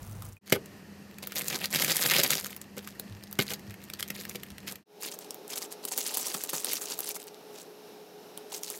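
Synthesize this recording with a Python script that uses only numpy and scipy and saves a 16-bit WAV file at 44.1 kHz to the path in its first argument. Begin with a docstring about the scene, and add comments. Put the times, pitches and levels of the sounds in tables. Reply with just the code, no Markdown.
"""Noodles sizzle in a pan, with one pop and a faint clink; then a plastic noodle packet is slapped down,
crinkled, lifted and torn open in a small kitchen, heard close. Three edited shots, faded at the cuts:
the pan, the packet by a humming counter, and a faster shot by the stove, whose fan hums higher.
Crackle is dense random pops of film panels; snaps are cracks of noise with a ringing panel; knocks ring
the packet and counter with a gritty push; air is filtered noise, and hums are wavering tones."""
import sys
import numpy as np
from scipy import signal
from scipy.fft import rfft, irfft
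from scipy.io import wavfile

SR = 44100
rng = np.random.default_rng(int(sys.argv[2]) if len(sys.argv) > 2 else 0)


def to_wav(s):
    """Save 16-bit WAV."""
    ch = np.atleast_2d(s).T  # columns
    pcm = np.round(np.clip(ch, -1, 1) * 32767)  # PCM
    wavfile.write(sys.argv[1], SR, pcm.astype(np.int16))


N = 387638

# Fades of the pan, packet and stove shots: fade_in_s, full_s, fade_out_s, silent_s
SHOTS = [(-1, -.5, .27, .39), (.41, .525, 4.7, 4.84), (4.855, 5.03, 9, 10)]
# Colour of the steady air, one spectrum a shot: freq_hz, relative level_db
AIR_COLOURS = [
    [(15, -48), (25, -4), (114, 3), (212, -3.5), (263, -12), (1290, -18), (1520, -21.5), (7110, -32.5),
     (11900, -30), (16000, -33)],
    [(15, -62), (25, -30), (200, -4), (256, -10), (405, -11.5), (516, -16.5), (1560, -25.5), (1840, -17.5),
     (2150, -27), (2700, -23.5), (3620, -33), (4250, -27), (9840, -37), (13600, -33.5), (16000, -52.5)],
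    [(35, -77), (60, -43), (156, -12), (354, -4.5), (417, -1.5), (553, -7.5), (862, -8.5), (1010, -17.5),
     (1310, -17), (1950, -22.5), (2840, -20), (3350, -23), (3850, -19.5), (4700, -24), (5400, -19.5),
     (6400, -26.5), (8120, -31), (13300, -26), (16000, -36)],
]
# Mean air level of each shot: level_db
AIR_LEVELS_DB = [-46, -51, -51]
# Appliance hums, one list a shot: pitch_hz, mean level_db (rms), waver_hz
HUMS = [
    [(100.4, -47.5, 17)],
    [(200, -53.5, 4.8), (90.6, -64.5, 20)],
    [(420, -54, 12), (179, -67, 34)],
]
# Single snaps of the film, led by one pop in the pan: start_s, peak_db of the bright part, panel pitch_hz
SNAPS = [(0.2219, -29, 1160), (0.5228, -8, 1490), (0.5264, -7, 2500), (0.659, -34, 8100),
         (1.1846, -28.5, 2160), (1.228, -23, 970), (1.272, -16.5, 13100), (1.321, -17.5, 1570),
         (1.3573, -17, 12000), (1.4823, -14, 6140), (1.6567, -14.5, 4750), (1.747, -13, 2980),
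         (1.758, -11, 2900), (1.822, -9.5, 3010), (1.8461, -10.5, 2140), (1.909, -13, 2000),
         (2.012, -24, 2540), (2.061, -8.5, 2500), (2.099, -12, 2290), (2.117, -8.5, 1900),
         (2.184, -11, 5200), (2.199, -8.5, 2520), (2.305, -6.5, 4020), (2.3531, -14, 5470),
         (2.4596, -22.5, 1490), (2.5644, -23, 10500), (2.615, -27, 6960), (2.874, -25, 1400),
         (2.9969, -16, 13500), (3.237, -28.5, 4480), (3.312, -30, 11100), (3.3275, -17.5, 13300),
         (3.391, -13.5, 1490), (3.5046, -18.5, 2550), (3.594, -35, 1840), (3.707, -29.5, 2050),
         (3.741, -30, 2340), (3.8999, -23.5, 2550), (3.9363, -19.5, 4800), (3.9967, -25, 1990),
         (4.0272, -13.5, 3220), (4.1034, -13.5, 2060), (4.252, -19, 2140), (4.2949, -20.5, 6210),
         (4.357, -21.5, 2860), (4.4335, -24.5, 1920), (4.5034, -31, 2870), (4.582, -26, 2900),
         (4.7567, -22, 2340), (5.1886, -21.5, 13500), (5.3067, -15.5, 5760), (5.344, -24, 14300),
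         (5.4789, -25.5, 8510), (5.5792, -18, 10900), (5.724, -20.5, 8580), (5.8515, -13, 11400),
         (5.9768, -8.5, 12700), (5.989, -15, 12000), (6.1715, -7.5, 11000), (6.345, -19, 11300),
         (6.437, -13, 11000), (6.4937, -14.5, 11700), (6.533, -14, 10400), (6.6457, -11.5, 9020),
         (6.7327, -9.5, 13100), (6.99, -12.5, 11500), (7.0045, -13, 12400), (7.0903, -14, 12100),
         (7.228, -31, 13200), (7.2396, -28, 9670), (7.344, -33, 3850), (8.375, -22, 8960),
         (8.6335, -18, 6450), (8.7012, -17, 9200)]
# Colour of small creases: freq_hz, level_db
CRISP = [(700, -19.5), (1300, -8), (2100, -5), (4500, -3.5), (8900, -4), (9800, -6), (12400, 1),
         (15500, -5.5)]
# Colour of large creases: freq_hz, level_db
DEEP = [(70, -38), (110, -0.5), (200, 1), (330, -2), (700, -4.5), (1300, -3.5), (2500, -47)]
# Packet meeting the counter, or noodle block knocking inside: start_s, peak_db, contact spread_s
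KNOCKS = [(0.522, -7.5, 0.0022), (0.549, -26, 0.0046), (0.559, -25, 0.0055), (1.548, -26.5, 0.0051),
          (2.19, -23.5, 0.0052), (2.772, -29.5, 0.005), (3.389, -9.5, 0.0019), (3.511, -26, 0.0075),
          (6.346, -23, 0.0049), (6.529, -26, 0.018), (8.375, -38, 0.0073)]
# Ringing of packet and counter, before any speeding up: pitch_hz, level_db, t60_s
BODY_MODES = [(140, -16.5, 0.044), (212, -23, 0.042), (268, -19.5, .05), (427, -2, 0.056),
              (529, -1.5, 0.026), (630, -5.5, 0.039), (806, -11.5, 0.031), (1206, -2, 0.011),
              (1490, -11, 0.042), (2140, -5, 0.019), (2916, -9, 0.029)]
# Soft bumps through the counter: start_s, level_db, pitch_hz, t60_s
BUMPS = [(3.09, -36.5, 102, 0.35), (3.676, -28.5, 105, 0.16), (4.499, -39, 70.0, 0.15)]
# Decay of the kitchen reflections: freq_hz, t60_s
KITCHEN = [(200, 0.26), (1000, 0.11), (4000, 0.078), (12000, 0.071)]
# Large creases against small ones in the slow and the fast shot: level_db
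DEEP_LEVELS_DB = [-12, -12]
# A faint clink as the first shot fades: start_s, level_db, pitch_hz, t60_s
CLINK = (0.368, -34, 2480, .04)
# Force of the hands in three long spells (lifting, turning over, tearing open): time_s, crackle level_db
GRIP = [
    [(1.216, -70), (1.228, -38), (1.27, -52), (1.345, -47.5), (1.37, -28.5), (1.45, -41.5), (1.48, -37),
     (1.54, -32.5), (1.59, -42.5), (1.65, -29.5), (1.675, -78)],
    [(1.705, -41), (1.72, -34), (1.755, -26), (1.79, -30.5), (1.85, -28.5), (1.88, -32.5), (1.915, -23.5),
     (1.945, -34.5), (1.965, -26.5), (2.005, -32.5), (2.025, -25.5), (2.06, -25.5), (2.08, -35),
     (2.11, -25.5), (2.2, -25), (2.228, -32.5), (2.24, -22.5), (2.285, -36.5), (2.31, -30), (2.37, -31),
     (2.42, -40), (2.54, -47), (2.6, -94)],
    [(5.9, -63), (5.92, -31.5), (5.95, -46), (5.985, -31.5), (6.045, -39.5), (6.065, -33.5), (6.13, -38),
     (6.145, -31.5), (6.2, -33.5), (6.23, -40), (6.26, -33), (6.33, -41.5), (6.347, -26.5), (6.36, -41.5),
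     (6.41, -39.5), (6.48, -46.5), (6.495, -33.5), (6.522, -50.5), (6.536, -31.5), (6.62, -40), (6.69, -34),
     (6.735, -32), (6.77, -36), (6.8, -47), (6.82, -36), (6.88, -43), (6.93, -34), (6.95, -49.5),
     (7.0, -45), (7.05, -39.5)],
]
# Short separate squeezes of the film: start_s, length_s, crackle level_db
SQUEEZES = [(0.458, 0.068, -42), (0.525, 0.002, -21), (0.531, 0.031, -35), (2.762, 0.034, -44.5),
            (2.815, 0.12, -52.5), (3.389, 0.011, -27), (3.403, 0.03, -31.5), (3.45, 0.066, -40.5),
            (3.503, 0.046, -35.5), (3.817, 0.036, -50.5), (3.88, 0.75, -59.5), (3.99, 0.019, -34.5),
            (4.077, 0.015, -49), (4.138, 0.11, -42.5), (4.26, 0.07, -53), (4.349, 0.011, -36.5),
            (4.665, 0.074, -40), (5.002, 0.1, -37.5), (5.106, 0.053, -44), (5.178, 0.099, -54),
            (5.487, 0.063, -38), (5.551, 0.041, -37), (5.604, 0.059, -39), (5.703, 0.039, -45.5),
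            (5.827, 0.032, -45), (5.872, 0.02, -36), (7.05, 0.077, -36.5), (7.145, 0.024, -35.5),
            (7.191, 0.033, -47.5), (7.27, 0.017, -45), (7.522, 0.12, -48.5), (8.494, 0.11, -40.5),
            (8.59, 0.24, -43.5)]
# Below this the packet radiates little, in the slow and the fast shot: cutoff_hz
FILM_LOW_HZ = [110, 159]

EDGE_HZ = 15900  # top of the audible band
SPEED = 2.1  # the last shot plays faster: raises crease rates, colours and knocks, shortens snaps
SIZZLE_DB = -56  # sauce spitting in the pan, rms
STRAY_DB, SETTLE_S = -66, 1.1  # faint ticks of touched film settling by itself, and when they start
REFLECTIONS_DB = -11.5
SNAP_DEEP_DB = -20  # deep part of a snap against its bright peak
DRIFT, DRIFT_HZ, SCATTER = .2, 24.9, .22  # slow and per-pop spread of panel size, share of the range
BUILD_S, BUILD_DB = 0.0064, -15  # the film creaks up to each snap
CRACK_S, FLUTTER_S, FLUTTER_DB = 0.00061, 0.0036, -15  # decay of the crack and of the settling after it


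def gain_of(db):
    """Turns dB into amplitude."""
    return 10 ** (np.asarray(db) / 20)


def evened(x):
    """Scales to rms 1."""
    return x / np.sqrt(np.mean(x ** 2) + 1e-20)


def read(points, hz):
    """Reads a table on a log-frequency axis."""
    f, value = np.transpose(points)
    return np.interp(np.log(hz + 1), np.log(f + 1), value)


def add(mix, s, sound):
    """Mixes a sound in at s seconds."""
    part = mix[max(round(s * SR), 0):][:len(sound)]
    part += sound[:len(part)]


def sped(points, speed):
    """Moves a spectrum up by the playing speed."""
    return [(hz * speed, db) for hz, db in points]


def coloured(x, points):
    """Causal filter with the given spectrum (minimum phase by the cepstrum)."""
    level_db = read(points, np.fft.rfftfreq(4096, 1 / SR))
    cepstrum = irfft(np.log(gain_of(level_db)))
    # folding the cepstrum forward puts the energy of the response first
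    cepstrum[1:2048] *= 2
    cepstrum[2049:] = 0
    taps = irfft(np.exp(rfft(cepstrum)))[:2048]
    taps = taps / np.linalg.norm(taps)
    return signal.oaconvolve(np.atleast_2d(x), taps[None], axes=1)[..., :x.shape[-1]]


def ring(x, hz, width_hz):
    """Two-pole resonance, dying sooner the wider it is."""
    r = np.exp(-np.pi * width_hz / SR)
    angle = 2 * np.pi * min(hz, 20000) / SR
    return signal.lfilter([1], [1, -2 * r * np.cos(angle), r * r], x)


def wander(rate_hz):
    """Slow random curve of rms 1, from low-passed noise."""
    return evened(signal.lfilter(*signal.butter(2, rate_hz, fs=SR), rng.standard_normal(N)))


def ambience():
    """Each shot has its own air, as filtered noise, and hums that waver in phase and level."""
    out, t = np.zeros(N), np.arange(N) / SR
    for shot, colour, air_db, hums in zip(SHOTS, AIR_COLOURS, AIR_LEVELS_DB, HUMS):
        spectrum = rfft(rng.standard_normal(N)) * gain_of(read(colour, np.fft.rfftfreq(N, 1 / SR)))
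        sound = gain_of(air_db + wander(3)) * evened(irfft(spectrum, N))
        for hz, db, waver_hz in hums:
            phase = 2 * np.pi * (hz * t + rng.random()) + .25 * wander(waver_hz)
            sound += gain_of(db + 1.5 * wander(waver_hz)) * evened(np.cos(phase))
        out += sound * (t > shot[0]) * (t < shot[3])
    return out


def creases(per_s, spread_db, clump, low_hz, high_hz, count):
    """Dense random pops, each panel at its own pitch; panel size drifts as the fold moves."""
    strength = gain_of(spread_db * np.minimum(rng.exponential(1, N), 4))
    pops = strength * (rng.random(N) < per_s * clump / SR)
    place = .5 + DRIFT * wander(DRIFT_HZ) + SCATTER * rng.standard_normal(N)
    folded = abs((place + 1) % 2 - 1)  # turns back at the ends of the range
    panel = (count * folded).astype(int)
    t, out = np.arange(200) / SR, np.zeros(N)
    for k, hz in enumerate(np.geomspace(low_hz, high_hz, count)):
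        pop = rng.standard_normal(200) * t * np.exp(-t / .00025)
        pop = evened(pop) + 1.65 * evened(ring(pop, hz, 0.4 * hz))
        out += signal.oaconvolve(pops * (panel == k), evened(pop))[:N]
    return out


def sizzle():
    """Bursting sauce bubbles make sparse bright pops during the first shot; one clink is a decaying sine."""
    pops = creases(150, 4, 1, 7000, 14000, count=8)
    pops = coloured(pops, sped(CRISP, 3))[0]
    in_pan_shot = np.arange(N) / SR < SHOTS[0][3]
    out = gain_of(SIZZLE_DB) * evened(pops) * in_pan_shot
    t = np.arange(900) / SR
    s, db, hz, t60 = CLINK
    add(out, s, gain_of(db - 60 * t / t60) * np.sin(2 * np.pi * hz * t))
    return out


def snaps():
    """The film creaks, cracks in under a millisecond, rings its panel and flutters as it settles."""
    out, lead_s = np.zeros(N), .01
    for (s, db, hz), noise in zip(SNAPS, rng.standard_normal((len(SNAPS), 1300))):
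        speed = SPEED if s > SHOTS[2][0] else 1
        t = (np.arange(1300) / SR - lead_s) * speed  # the crack peaks at zero
        build = gain_of(BUILD_DB) * np.clip(1 + t / BUILD_S, 0, 1) ** 2
        settle = gain_of(FLUTTER_DB) * np.exp(-abs(t) / FLUTTER_S)
        flutter = np.where(t < 0, build, settle)
        grain = np.minimum(noise[::-1] ** 2, 4)  # roughens creak and flutter
        raw = noise * (np.exp(-abs(t) / CRACK_S) + flutter * grain)
        crisp = coloured(raw, sped(CRISP, speed))[0]
        deep = coloured(raw, sped(DEEP, speed))[0]
        panel = ring(np.diff(raw, prepend=0), hz, 0.35 * hz)
        bright = evened(crisp) + 0.96 * evened(panel)
        snap = bright / abs(bright).max() + gain_of(SNAP_DEEP_DB) * deep / abs(deep).max()
        add(out, s + 0.001005 - lead_s, gain_of(db) * snap)
    return out


def hand_force(t):
    """Squeezing force over time: long spells of handling plus short smooth squeezes."""
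    force = 1e-5 + sum(gain_of(np.interp(t, *np.transpose(spell), -120, -120)) for spell in GRIP)
    for s, length_s, db in SQUEEZES:
        # soft edges reach a little past both ends
        squeeze = signal.windows.tukey(round((length_s + 0.0099) * SR), .6)
        add(force, s - .004, gain_of(db) * squeeze)
    return force


def crackle():
    """Small and large creases share the same bursts; harder squeezes buckle more panels a second."""
    out, t = np.zeros(N), np.arange(N) / SR
    force = hand_force(t)
    busy = np.clip((force / gain_of(-38.5)) ** 0.65, .8, 4.5)
    fast = t > SHOTS[2][0]
    for speed, deep_db, playing in zip((1, SPEED), DEEP_LEVELS_DB, (~fast, fast)):
        burst = gain_of(3.4 * wander(45 * speed))
        clump = busy * burst / burst.mean()
        crisp = creases(1150 * speed, 4.8, clump, 1900 * speed, 15000, count=24)
        crisp = coloured(crisp, sped(CRISP, speed))[0]
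        deep = creases(900 * speed, 6.8, clump, 400 * speed, 1200 * speed, count=12)
        deep = coloured(deep, sped(DEEP, speed))[0]
        # dividing by sqrt(busy) offsets the loudness of the extra pops, so force sets the level
        both = evened(crisp / np.sqrt(busy)) + gain_of(deep_db) * evened(deep / np.sqrt(busy))
        out += playing * both
    stray = coloured(creases(40, 1.5, 0.97, 1500, 6100, count=10), CRISP)[0]
    stray = stray * (t > SETTLE_S) * ~fast
    return force * out + gain_of(STRAY_DB) * evened(stray)


def knocks():
    """A rough contact of some milliseconds rings the packet and counter."""
    out = np.zeros(N)
    for (s, db, spread_s), grit in zip(KNOCKS, rng.standard_normal((len(KNOCKS), 2000))):
        t = np.arange(8000) / SR * (SPEED if s > SHOTS[2][0] else 1)
        body = sum(gain_of(level_db - 60 * t / t60) * np.sin(2 * np.pi * hz * t)
                   for hz, level_db, t60 in BODY_MODES)
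        contact = (0.091 + grit) * np.exp(-t[:2000] / max(spread_s, .001))  # push plus grit
        hit = signal.oaconvolve(contact, body)
        add(out, s + 0.001893, gain_of(db) * hit / abs(hit).max())
    return out


def kitchen(x):
    """Sparse reflections of random sign, each band dying at its own speed."""
    taps = np.zeros(SR // 2)
    at = np.arange(100, SR // 2 - 20, 20)
    taps[at + rng.integers(0, 20, len(at))] = rng.choice([-1., 1.], len(at))
    hz, t, bands = signal.stft(taps, SR, nperseg=128)
    decay = gain_of(-60 * t / read(KITCHEN, hz)[:, None])
    tail = signal.istft(bands * decay, SR, nperseg=128)[1]
    return signal.fftconvolve(x, tail / np.linalg.norm(tail))[:N]


def bumps():
    """Each soft bump is a sine and resonant noise near its pitch that swell and die."""
    out, t = np.zeros(N), np.arange(12000) / SR
    for (s, db, hz, t60), noise in zip(BUMPS, rng.standard_normal((len(BUMPS), 12000))):
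        rumble = np.sin(2 * np.pi * hz * t) + 0.31 * evened(ring(noise, 0.94 * hz, 40))
        swell = np.minimum(t / 0.032, 1)
        add(out, s, gain_of(db - 60 * t / t60) * swell * rumble)
    return out


def film_radiation(near):
    """Thin film radiates no deep bass: a high-pass whose cutoff is higher in the fast shot."""
    slow, fast = (signal.sosfilt(signal.butter(4, hz, "high", fs=SR, output="sos"), near)
                  for hz in FILM_LOW_HZ)
    return np.where(np.arange(N) / SR > SHOTS[2][0], fast, slow)


def scene():
    """Pan and packet sounds with their reflections, over counter bumps and the air of each shot."""
    air = ambience()
    near = film_radiation(sizzle() + snaps() + crackle() + knocks())
    return (near + gain_of(REFLECTIONS_DB) * kitchen(near) + bumps() + air)[None]


def record(dry):
    """Fades the shots linearly at the cuts, then limits the band."""
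    t = np.arange(N) / SR
    fade = sum(np.interp(t, shot, [0, 1, 1, 0]) for shot in SHOTS)
    low_pass = signal.firwin(511, EDGE_HZ, window=("kaiser", 9), fs=SR)
    return signal.oaconvolve(dry * fade, low_pass[None], "same")


dry = scene()
out = record(dry)
to_wav(out)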